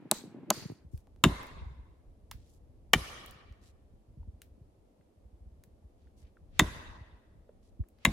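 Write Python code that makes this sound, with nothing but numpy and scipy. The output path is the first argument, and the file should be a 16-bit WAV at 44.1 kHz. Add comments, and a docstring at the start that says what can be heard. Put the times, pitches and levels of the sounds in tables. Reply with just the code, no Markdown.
"""Axe and wedges in a winter wood

A steel axe drives plastic wedges into a standing trunk: a rough contact rings wedge and head, the trunk
thuds, and the trees around answer with decaying, coloured noise. Two blows follow a swish of the head.
Wind bumps the microphone over a lumpy buffeting; twigs and crust tick, wood knocks, boots and cloth scuff.
A far hum and hiss lie beneath. The first 0.87 s play four times too fast, so they are higher and shorter."""
import sys
import numpy as np
from scipy import signal
from scipy.fft import rfft, irfft, next_fast_len
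from scipy.io import wavfile
from scipy.ndimage import uniform_filter1d, map_coordinates

SR = 44100
rng = np.random.default_rng(int(sys.argv[2]) if len(sys.argv) > 2 else 0)


def log_audio(samples):
    """Write samples as a 16-bit WAV file to the path given in sys.argv[1]."""
    # one column per channel
    frames = np.atleast_2d(samples).T
    # limit to full scale, then quantise
    limited = np.clip(frames, -1, 1)
    pcm = np.round(limited * 32767).astype(np.int16)
    wavfile.write(sys.argv[1], SR, pcm)


N = 358091

# Event times are as heard; tables of modes and decays are at the scene's own pace.
# blows: start_s, wedge_index, pitch_ratio, level_db, thud_db, contact_s, second_mode_db, fourth_mode_hz,
#        fourth_mode_db, modes_near_3khz_db, head_db, echo_db, echo_tilt_db_per_octave,
#        echo_second_mode_db, echo_first_strength (0-1), echo_length_ratio; mode dB add to the wedge's own
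BLOWS = [(0.113, 0, 0.99, -5, -20, 0.0052, -0.5, 1997, 6, 5.5, -11, -47, -1, -1.5, 0.18, 0.95),
         (0.503, 1, 0.96, -7.5, -15.5, 0.0082, -2.5, 1639, 5, -1, -5, -48, -2, 4, .05, 1.46),
         (1.238, 0, 1.025, -2.5, -12, 0.0025, 3, 2090, -5, 5.5, -5.5, -44, -1.5, 0, 0.94, 0.83),
         (2.933, 1, 0.97, -3, -23, 0.0043, -4, 1838, 0.5, -1, -12, -46, 0.5, -3, 0.35, 0.87),
         (6.593, 0, .98, -4.5, -17, 0.0036, 0.5, 1940, 2, 0.5, -1.5, -46, -1.5, -3.5, .5, 0.86),
         (8.05, 0, 1.03, -6, -19.5, 0.0034, -1, 2120, 6.5, 2.5, -13, -49, -1, -1, 0.6, 1.07)]
# modes of the two wedges: mode_hz, width_hz, relative_db
WEDGE_MODES = [
    [(627, 45, -17.5), (1020, 120, 1), (1623, 190, -6.5), (1914, 110, 1), (2680, 240, -6), (3051, 400, -9),
     (3698, 250, -5), (6800, 990, -10), (10700, 440, -25.5)],
    [(744, 140, -8), (1205, 120, 2), (1440, 74, -8), (1830, 160, 0), (2379, 84, 2), (3110, 300, 1),
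     (3900, 1400, -13.5), (6300, 2600, -12.5), (500, 71, -9.5)],
]
# axe head modes: mode_hz, relative_db, t60_s
HEAD_MODES = [(3600, -15, 0.072), (7100, -27, 0.015)]
# the head's ring in the echo: mode_hz, width_hz, db_over_head_ring
ECHO_HEAD_MODE = (3650, 170, -3.5)
# trunk modes: mode_hz, width_hz, relative_db
TRUNK_MODES = [(154, 32, 0), (216, 33, 2.5), (279, 49, 0), (386, 77, -5.5), (480, 66, -11), (674, 190, -11)]
# low pushes after a blow: delay_s, relative_db
SHUDDER_PUSHES = [(0.032, 2.5), (0.055, -2.5), (0.091, -5.5), (.125, -18), (0.164, -21.5)]
# likeness of the channels in the blow: band_hz, left_right_likeness (0-1)
CRACK_LIKENESS = [(1200, 0.98), (3100, 0.85), (15000, 0.8)]
# phase by which left leads right: band_hz, lead_rad
CRACK_LEAD = [(1500, 0), (6200, 1), (10500, -5.3), (15600, -12)]
# colour of the wood's answer: band_hz, relative_db
ECHO_COLOUR = [(150, 1.5), (550, -3), (800, -7.5), (1500, -8.5), (3000, -14), (4800, -9.5), (7500, -15),
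               (11000, -8), (16500, -18)]
# decay of the wood's answer before each blow's length ratio: band_hz, base_t60_s
WOOD_DECAY = [(200, 1.3), (600, 1.3), (1100, 1.3), (2000, 1.2), (3600, 1.1), (7000, 0.85), (14000, 0.55)]
# swings heard before a blow: blow_s, level_db (before the swell)
SWISHES = [(6.593, -61), (8.05, -65)]
# clear wind bumps: start_s, level_db, pitch_hz
BUMPS = [(0.058, -40.5, 280), (0.241, -39, 310), (0.281, -40, 197), (0.348, -39.5, 300),
         (0.375, -39.5, 240), (0.435, -47, 214), (0.485, -41, 255), (0.626, -41, 150), (0.661, -31.5, 164),
         (0.702, -34, 342), (0.708, -36, 133), (0.722, -40, 297), (0.728, -39.5, 113), (0.851, -47, 140),
         (0.87, -46.5, 85), (0.946, -32, 106), (0.979, -45, 66.6), (1.628, -36.5, 69), (1.673, -37, 77),
         (1.801, -41.5, 56), (2.359, -41.5, 83), (3.515, -41.5, 77.5), (4.18, -45.5, 131),
         (4.208, -37.5, 60), (4.289, -37.5, 79.5), (4.35, -46, 68.2), (4.62, -47.5, 115),
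         (5.272, -47.5, 60.1), (5.345, -45.5, 66.2), (5.425, -46, 62.1), (5.477, -42, 61.2),
         (5.53, -47, 68.4), (5.86, -47.5, 64), (6.245, -45.5, 59.3), (6.436, -45.5, 59.8),
         (7.018, -40.5, 84.1), (7.146, -44, 59.46), (7.808, -26.5, 88.3)]
# buffeting curve: time_s, level_db
WIND_LEVEL = [(0.0, -55.5), (0.541, -52.5), (0.99, -62), (1.701, -50.5), (1.902, -58.5), (2.829, -56.5),
              (3.75, -61), (4.269, -58), (5.0, -64.5), (6.24, -58.5), (6.72, -51), (7.12, -60.5),
              (8.12, -62.5)]
# buffeting spectrum: band_hz, relative_db_per_hz
GUST_SPECTRUM = [(15, -32.5), (25, -7), (70, -3), (270, -31), (390, -60.5), (660, -120)]
# ticks of twigs, crust and gear: start_s, level_db, high_part_db
TICKS = [(0.717, -67.5, -2.5), (0.976, -58, -4), (1.4306, -50, -6.5), (1.468, -57.5, -3.5),
         (2.313, -35.5, -11), (3.261, -59.5, 9), (3.31, -53, -3), (3.5248, -60, -17), (4.418, -46.5, -6),
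         (5.6375, -57, -4), (7.8865, -69.5, 3.5), (7.9868, -62.5, -22)]
# small wooden knocks: start_s, peak_db, pitch_hz
KNOCKS = [(1.074, -57, 712), (2.314, -42, 1152), (2.314, -46, 2608), (4.228, -59.5, 930), (5.01, -68, 1930),
          (6.071, -64, 1600), (6.369, -55.5, 1290), (7.491, -45.5, 477), (7.837, -60, 1320)]
# scuffs of boots and cloth: start_s, length_s, level_db (before the swell), centre_hz
SCUFFS = [(0.911, 0.11, -72.5, 7650), (2.325, 0.2, -76.5, 3870), (2.45, 0.14, -73.5, 6600),
          (3.61, 0.11, -69, 4530), (5.959, 0.15, -84, 2700), (6.163, 0.083, -72.5, 5480),
          (6.199, 0.11, -76.5, 2080), (7.618, 0.089, -77.5, 4470)]
# far hum and hiss spectrum: band_hz, relative_db_per_hz
AIR_SPECTRUM = [(120, -28), (200, -3.5), (606, -10.5), (1470, -30.5), (7060, -38.5), (11600, -38.5),
                (16500, -53.5)]
# likeness of the channels elsewhere: band_hz, left_right_likeness (0-1)
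LIKENESS = [(60, 0.66), (290, 0.98), (640, 0.14), (1400, 0.012)]

FAST_RATIO, FAST_UNTIL_S = 4, 0.87
FADE_S = 0.55  # from here the fast wind and hum fade into their normal pace
SLOW_N = N + 3 * SR  # samples at the scene's own pace
STRIKE = 22  # clean first impact against the rough contact
RELEASE_S = 0.01  # t60 of the force after the contact
GRATE_DB, GRATE_T60_S = -11, 0.09
REBOUND_S, REBOUND_DB = 0.0091, -16  # the head touches the wedge again
PAN_DB, BRIGHT_DB_PER_OCTAVE = 1, -0.73  # left over right; spectral tilt
BOOM_DB = -15  # stem shudder, growing half as fast as the thud in dB
BUILD_S, PATCHY_DB = 0.12, 2  # echo build-up time constant; uneven swells
ECHO_WIDTH_RATIO, ECHO_VARIATION = 1.45, 0.25  # wider modes; upper ones vary less per blow
SWING_S, SWING_HZ = 0.15, 2300
LAG_CYCLES = 1.25  # scale of the bass delay
FLICK = 0.2  # a bump's short bright flick against its body
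FAINT_BUMPS = 45  # weaker bumps scattered by chance
FAINT_OVER_BUFFET_DB, FAINT_SPREAD_DB = 6.5, 1
FAINT_HZ, FAINT_LOG_SPREAD = 69, 0.6
THIN_HZ, FULL_S = 104.4, 0.88  # normal-pace wind lacks deep bass until it is whole at FULL_S
SCUFF_OCTAVES = 1
AIR_DB = -68
TOP_HZ = 16800


def amp(db):
    """Decibels to amplitude."""
    return 10 ** (np.asarray(db) / 20)


def unit(x):
    """Scales to unit RMS."""
    return x / np.sqrt(np.mean(x ** 2) + 1e-20)


def along(points, hz):
    """Interpolates (Hz, value) points on a log frequency axis."""
    f, v = np.transpose(points)
    return np.interp(np.log(hz + 1), np.log(f + 1), v)


def filtered(x, response):
    """Multiplies the spectrum by a real or complex response of frequency."""
    m = next_fast_len(x.shape[-1] + SR // 4)
    return irfft(rfft(x, m) * response(np.fft.rfftfreq(m, 1 / SR)), m)[..., :x.shape[-1]]


def add(track, sound, start):
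    """Mixes a sound into a track from a sample on."""
    part = track[:, start:start + sound.shape[-1]]
    part += sound[..., :part.shape[1]]


def real_sample(heard_s):
    """Sample of a heard moment in the scene at its own pace."""
    return round((heard_s + (FAST_RATIO - 1) * min(heard_s, FAST_UNTIL_S)) * SR)


def played(x):
    """Plays the start fast by resampling, then the rest at normal speed."""
    cut = round(FAST_UNTIL_S * SR)
    start = signal.resample_poly(x[:, :FAST_RATIO * (cut + 99)], 1, FAST_RATIO, axis=1)[:, :cut]
    return np.hstack([start, x[:, FAST_RATIO * cut:]])[:, :N]


def fast_share():
    """Power share of the fast background as it fades into the normal one."""
    return np.interp(np.arange(N) / SR, [FADE_S, FAST_UNTIL_S], [1, 0])


def pair(length, likeness=LIKENESS):
    """Stereo noise whose left-right likeness follows frequency, by weighting mid and side."""
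    def weights(hz):
        turn = np.arccos(np.clip(along(likeness, hz), -1, 1)) / 2
        return np.array([np.cos(turn), np.sin(turn)])

    mid, side = filtered(rng.standard_normal((2, length)), weights)
    return np.array([mid + side, mid - side])


def resonances(modes, f):
    """Causal response of (Hz, width Hz, dB) modes with alternating signs."""
    total = 0
    for k, (centre, width, db) in enumerate(modes):
        damping = 1j * f * width
        total = total + (-1) ** k * amp(db) * damping / (centre * centre - f * f + damping)
    return total


def axe():
    """Each blow: direct sound of wedge and head, the trunk's thud, then the wood's answer in its colour."""
    out, t = np.zeros((2, SLOW_N)), np.arange(2 * SR) / SR
    short = t[:SR // 2]
    for blow in BLOWS:
        s, wedge_index, pitch, level_db, thud_db, contact_s, *tone, head_db = blow[:11]
        echo_db, tilt_db, echo_low_db, early, length = blow[11:]
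        second_db, fourth_hz, fourth_db, high_db = tone
        wedge = np.array(WEDGE_MODES[round(wedge_index)]) * [pitch, 1, 1]
        modes = struck(wedge, second_db, fourth_hz, fourth_db, high_db)
        direct = amp(level_db - 9) * direct_blow(short, modes, contact_s, head_db)
        # the blow overloads the input, which rounds its tops
        direct = direct / (1 + np.abs(direct / 0.7) ** 4) ** (1 / 4)
        panned = direct * amp([[PAN_DB / 2], [-PAN_DB / 2]])
        add(out, panned + thud(short, thud_db, BOOM_DB + thud_db / 2), real_sample(s))
        far = struck(wedge, echo_low_db, fourth_hz, ECHO_VARIATION * fourth_db, ECHO_VARIATION * high_db)
        far = np.vstack([far, np.add(ECHO_HEAD_MODE, [0, 0, head_db])])
        answer = wood_answer(t, far, tilt_db, early, length)
        add(out, amp(echo_db) * answer / answer[:, :SR // 4].std(), real_sample(s) + 200)
    # fades out before the pace drops and in after it, 0.1 s each
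    return played(out) * np.clip(np.abs(np.arange(N) / SR - FAST_UNTIL_S) * 10, 0, 1)


def direct_blow(t, modes, contact_s, head_db):
    """Contact force through the wedge modes, a bright steel-on-plastic snap, the head's ring, a rebound."""
    def wedge_response(f):
        tilt = amp(BRIGHT_DB_PER_OCTAVE * np.log2((f + 100) / 2000))
        lead = np.exp(1j * along(CRACK_LEAD, f) * np.array([[0.5], [-0.5]]))
        return tilt * (amp(-24) + resonances(modes, f)) * lead

    crack = filtered(contact_force(t, contact_s), wedge_response)
    crack = crack / np.sqrt(np.mean(crack[:, :round(contact_s * SR) + 60] ** 2))
    snap = 0.6 * amp(-60 * t / 0.003) * filtered(pair(len(t), CRACK_LIKENESS), lambda f: f > 4500)
    head = amp(head_db) * ring(HEAD_MODES, t, 0.000075)
    again = np.roll(head + amp(REBOUND_DB) * crack, round(REBOUND_S * SR), axis=1) * (t > REBOUND_S)
    return crack + snap + head + again


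def contact_force(t, contact_s):
    """A clean impact plus rough, spectrally even force while steel and plastic touch, then grating decay."""
    rise = 1 - np.exp(-t / 0.0004)
    shape = rise * amp(-60 * np.maximum(t - contact_s, 0) / RELEASE_S)
    force = STRIKE * (np.arange(len(t)) == 10) + shape * pair(len(t), CRACK_LIKENESS)
    size = np.linalg.norm(force[0])
    # alternately flatten the spectrum and bound the force
    for _ in range(4):
        z = rfft(force)
        force = np.clip(size * irfft(z / (np.abs(z) + 1e-9), len(t)), -2 * shape, 2 * shape)
    return force + rise * amp(GRATE_DB - 60 * t / GRATE_T60_S) * pair(len(t), CRACK_LIKENESS)


def struck(wedge, second_db, fourth_hz, fourth_db, high_db):
    """A wedge's modes as one blow sounds them: the fourth moves with the grip of the cut."""
    modes = np.array(wedge, float)
    modes[1, 2] += second_db
    modes[3, 0] = fourth_hz
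    modes[3, 2] += fourth_db
    modes[4:6, 2] += high_db
    return modes


def ring(modes, t, attack_s):
    """Decaying sines with new strengths and phases at each blow."""
    total = 0
    for hz, db, t60_s in modes:
        strength = amp(db + rng.normal(0, 1.7) - 60 * t / t60_s)
        total = total + strength * np.sin(2 * np.pi * hz * t + rng.uniform(0, 2 * np.pi))
    return (1 - np.exp(-t / attack_s)) ** 2 * total


def thud(t, thud_db, boom_db):
    """The trunk's knock travels slower in the bass and glides down; the stem shudders after it."""
    def trunk(f):
        glide = np.exp(-2j * np.pi * 0.034 * 100 * ((f / 100) ** 0.41) / 0.45)
        return resonances(TRUNK_MODES, f) * (glide + 1 / 2) * (f > 60)

    jolt = np.exp(-t / 0.012) * (1 + 0.26 * pair(len(t), CRACK_LIKENESS))
    tail = 0.47 * amp(-60 * t / 0.18) * pair(len(t), CRACK_LIKENESS)
    knock = filtered(jolt + tail, trunk)
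    shudder = 0
    for delay_s, db in SHUDDER_PUSHES:
        cycle = pressure_cycle(t - delay_s - rng.normal(0, 0.0015), 88)
        shudder = shudder + amp(db + rng.normal(0, 0.3, (2, 1))) * cycle
    return amp(thud_db) * knock / np.abs(knock).max() + amp(boom_db) * filtered(shudder, low_cut)


def pressure_cycle(t, hz):
    """One smooth pressure cycle centred on t = 0."""
    return 4 * t * hz * np.exp(-5 * (t * hz) ** 2)


def wood_answer(t, modes, tilt_db, early, length):
    """Forest scattering coloured by the blow; far away the modes add by power."""
    def tone(f):
        colour = amp(along(ECHO_COLOUR, f) + tilt_db * np.log2((f + 100) / 2000))
        wide = modes * [1, ECHO_WIDTH_RATIO, 1]
        power = amp(-32) + sum(np.abs(resonances([mode], f)) ** 2 for mode in wide)
        return colour * np.sqrt(power)

    return filtered(forest(t, early, length), tone)


def forest(t, early, length):
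    """Scattering trunks: noise builds up as more are reached, then each band dies at its own speed."""
    hz, u, z = signal.stft(pair(len(t)), SR, nperseg=512)

    def uneven(bins, frames):
        noise = uniform_filter1d(rng.standard_normal(z.shape[1:]), bins, 0)
        return unit(uniform_filter1d(noise, frames, 1))

    decay_db = -60 * u / length / along(WOOD_DECAY, hz)[:, None]
    build = early + (1 - np.exp(-u / BUILD_S)) ** 2
    shape = amp(1.1 * uneven(4, 50) + decay_db) * build
    patches = amp(PATCHY_DB * uneven(9, 5))  # groups of trunks answer
    return signal.istft(z * shape * patches, SR, nperseg=512)[1][:, :len(t)]


def swings():
    """The head's swish through air: band noise that grows up to the blow."""
    out, n = np.zeros((2, N)), round(SWING_S * SR)
    for s, level_db in SWISHES:
        band = lambda hz: amp(-5 * np.log2((hz + 50) / SWING_HZ) ** 2)
        hiss = filtered(rng.standard_normal((2, n)), band)
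        add(out, amp(level_db) * unit(hiss) * (np.arange(n) / n) ** 3.5, round(s * SR) - n)
    return out


def ticks():
    """Short broad snaps and small hollow knocks, each with a faint wash from the nearest trees."""
    out, t = np.zeros((2, N)), np.arange(SR // 4) / SR

    def burst(t60_s, wash_db):
        wash = pair(len(t)) * amp(wash_db - 60 * t / 0.18)
        return rng.standard_normal(len(t)) * amp(-60 * t / t60_s) + wash

    for s, db, high_db in TICKS:
        colour = [(500, -27), (1500, 1), (5000, -3.5), (8000, high_db + 0.5), (16000, high_db + 6)]
        snap = filtered(burst(0.0145, wash_db=-18.5), lambda hz: amp(along(colour, hz)))
        add(out, amp(db + 6) * snap, round(s * SR))
    for s, peak_db, hz in KNOCKS:
        hit = burst(0.013, wash_db=-31.5) * (1 - np.exp(-t * hz))
        knock = filtered(hit, lambda f: resonances([(hz, 0.4 * hz, 0)], f) ** 2)
        add(out, amp(peak_db) * knock / np.abs(knock).max(), round(s * SR))
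    return out


def scuffs():
    """Boots and cloth: brief grainy band noise that swells and fades."""
    out = np.zeros((2, N))
    for s, length_s, level_db, centre_hz in SCUFFS:
        n = round(length_s * SR)
        grain = np.exp(0.4 * unit(uniform_filter1d(rng.standard_normal(n), 60)))
        band = lambda hz: amp(-5 * (np.log2((hz + 50) / centre_hz) / SCUFF_OCTAVES) ** 2)
        hiss = filtered(rng.standard_normal((2, n)) * grain, band)
        swell = np.sin(np.pi * np.arange(n) / n) ** 0.63
        add(out, amp(level_db) * unit(hiss) * swell, round(s * SR))
    return out


def wind():
    """Single eddies bump the microphone over a lumpy low buffeting; both pass from fast to normal pace."""
    quick_bumps, normal_bumps = bumps()
    buffet = buffeting()
    time_s = np.arange(N) / SR
    level = amp(np.interp(time_s, *np.transpose(WIND_LEVEL)))
    port = lambda hz: low_cut(hz) * low_lag(hz)
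    fast_buffet = played(filtered(buffet, lambda hz: low_cut(2 * hz)))
    fast = played(filtered(quick_bumps, port)) + level * np.sqrt(fast_share()) * fast_buffet
    slow = filtered(normal_bumps, port) + level * np.sqrt(1 - fast_share()) * buffet[:, -N:]
    thin = filtered(slow, lambda hz: 1 / (1 + (THIN_HZ / (hz + 1)) ** 4))
    whole = np.clip((time_s - FULL_S) * 10 + 1, 0, 1)
    return fast + whole * slow + (1 - whole) * thin


def bumps():
    """Pressure puffs on fast and normal tracks, uneven in time and level on the microphone's two ports."""
    quick, normal = np.zeros((2, SLOW_N)), np.zeros((2, N))
    t = np.arange(-2000, 2000) / SR
    for s, db, hz in BUMPS + faint_bumps():
        track, start = normal, round(s * SR)
        if s < FADE_S:
            track, start, hz = quick, real_sample(s), hz / FAST_RATIO
        eddy = puff(t + rng.normal(0, 0.0008, (2, 1)), hz) + FLICK * puff(t + 0.3 / hz, 2.4 * hz)
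        # start earlier by the delay low_lag gives at this pitch
        late = round(SR * LAG_CYCLES * 400 / ((hz + 5) * (hz + 405)))
        level = 1.7 * amp(db + rng.normal(0, 1 / 2, (2, 1)))
        add(track, level * eddy, max(start - 2000 - late, 0))
    return quick, normal


def faint_bumps():
    """Weaker bumps at jittered times, their levels following the buffeting."""
    faint = []
    for k, (jitter, level, pitch) in enumerate(rng.standard_normal((FAINT_BUMPS, 3))):
        s = max(k + 0.5 + 0.18 * jitter, 0) * N / SR / FAINT_BUMPS
        db = np.interp(s, *np.transpose(WIND_LEVEL)) + FAINT_OVER_BUFFET_DB + FAINT_SPREAD_DB * level
        hz = FAINT_HZ * np.exp(FAINT_LOG_SPREAD * pitch) * (FAST_RATIO if s < FADE_S else 1)
        faint.append((s, db, hz))
    return faint


def puff(t, hz):
    """A pressure peak between two dips, centred on t = 0."""
    u = 7 * (t * hz) ** 2
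    return (1 - 2 * u) * np.exp(-u)


def buffeting():
    """Low stereo noise at unit RMS, its level wandering through 20 random knots a second."""
    knots = rng.standard_normal(SLOW_N * 20 // SR + 4)
    lumps = amp(4 * map_coordinates(knots, [np.arange(SLOW_N) * 20 / SR]))
    return unit(filtered(lumps * pair(SLOW_N), lambda hz: amp(along(GUST_SPECTRUM, hz))))


def low_cut(hz):
    """The microphone's steep bass cut."""
    return 1 / np.sqrt(1 + (47 / (hz + 1)) ** 10)


def low_lag(hz):
    """Phase that delays low tones, so a bump glides down."""
    return np.exp(2j * np.pi * LAG_CYCLES * np.log(1 + 400 / (hz + 5)))


def air():
    """The valley's quiet hum and a faint hiss: shaped noise, its fast, brighter form fading into the normal."""
    hum = amp(AIR_DB) * unit(filtered(pair(SLOW_N), lambda hz: amp(along(AIR_SPECTRUM, hz))))
    fast = amp(-1.5) * np.sqrt(fast_share()) * played(hum)
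    return fast + np.sqrt(1 - fast_share()) * hum[:, -N:]


def scene():
    """Sums all layers."""
    return axe() + swings() + wind() + air() + ticks() + scuffs()


def record(dry):
    """Softens the treble and keeps nothing above the band limit."""
    def response(hz):
        soft = amp(-5 * np.clip(hz / 12000 - 1, 0, 1) / 0.27)
        return soft * np.clip((TOP_HZ - hz) / 400, 0, 1) ** 2

    return filtered(dry, response)


dry = scene()
out = record(dry)
log_audio(out)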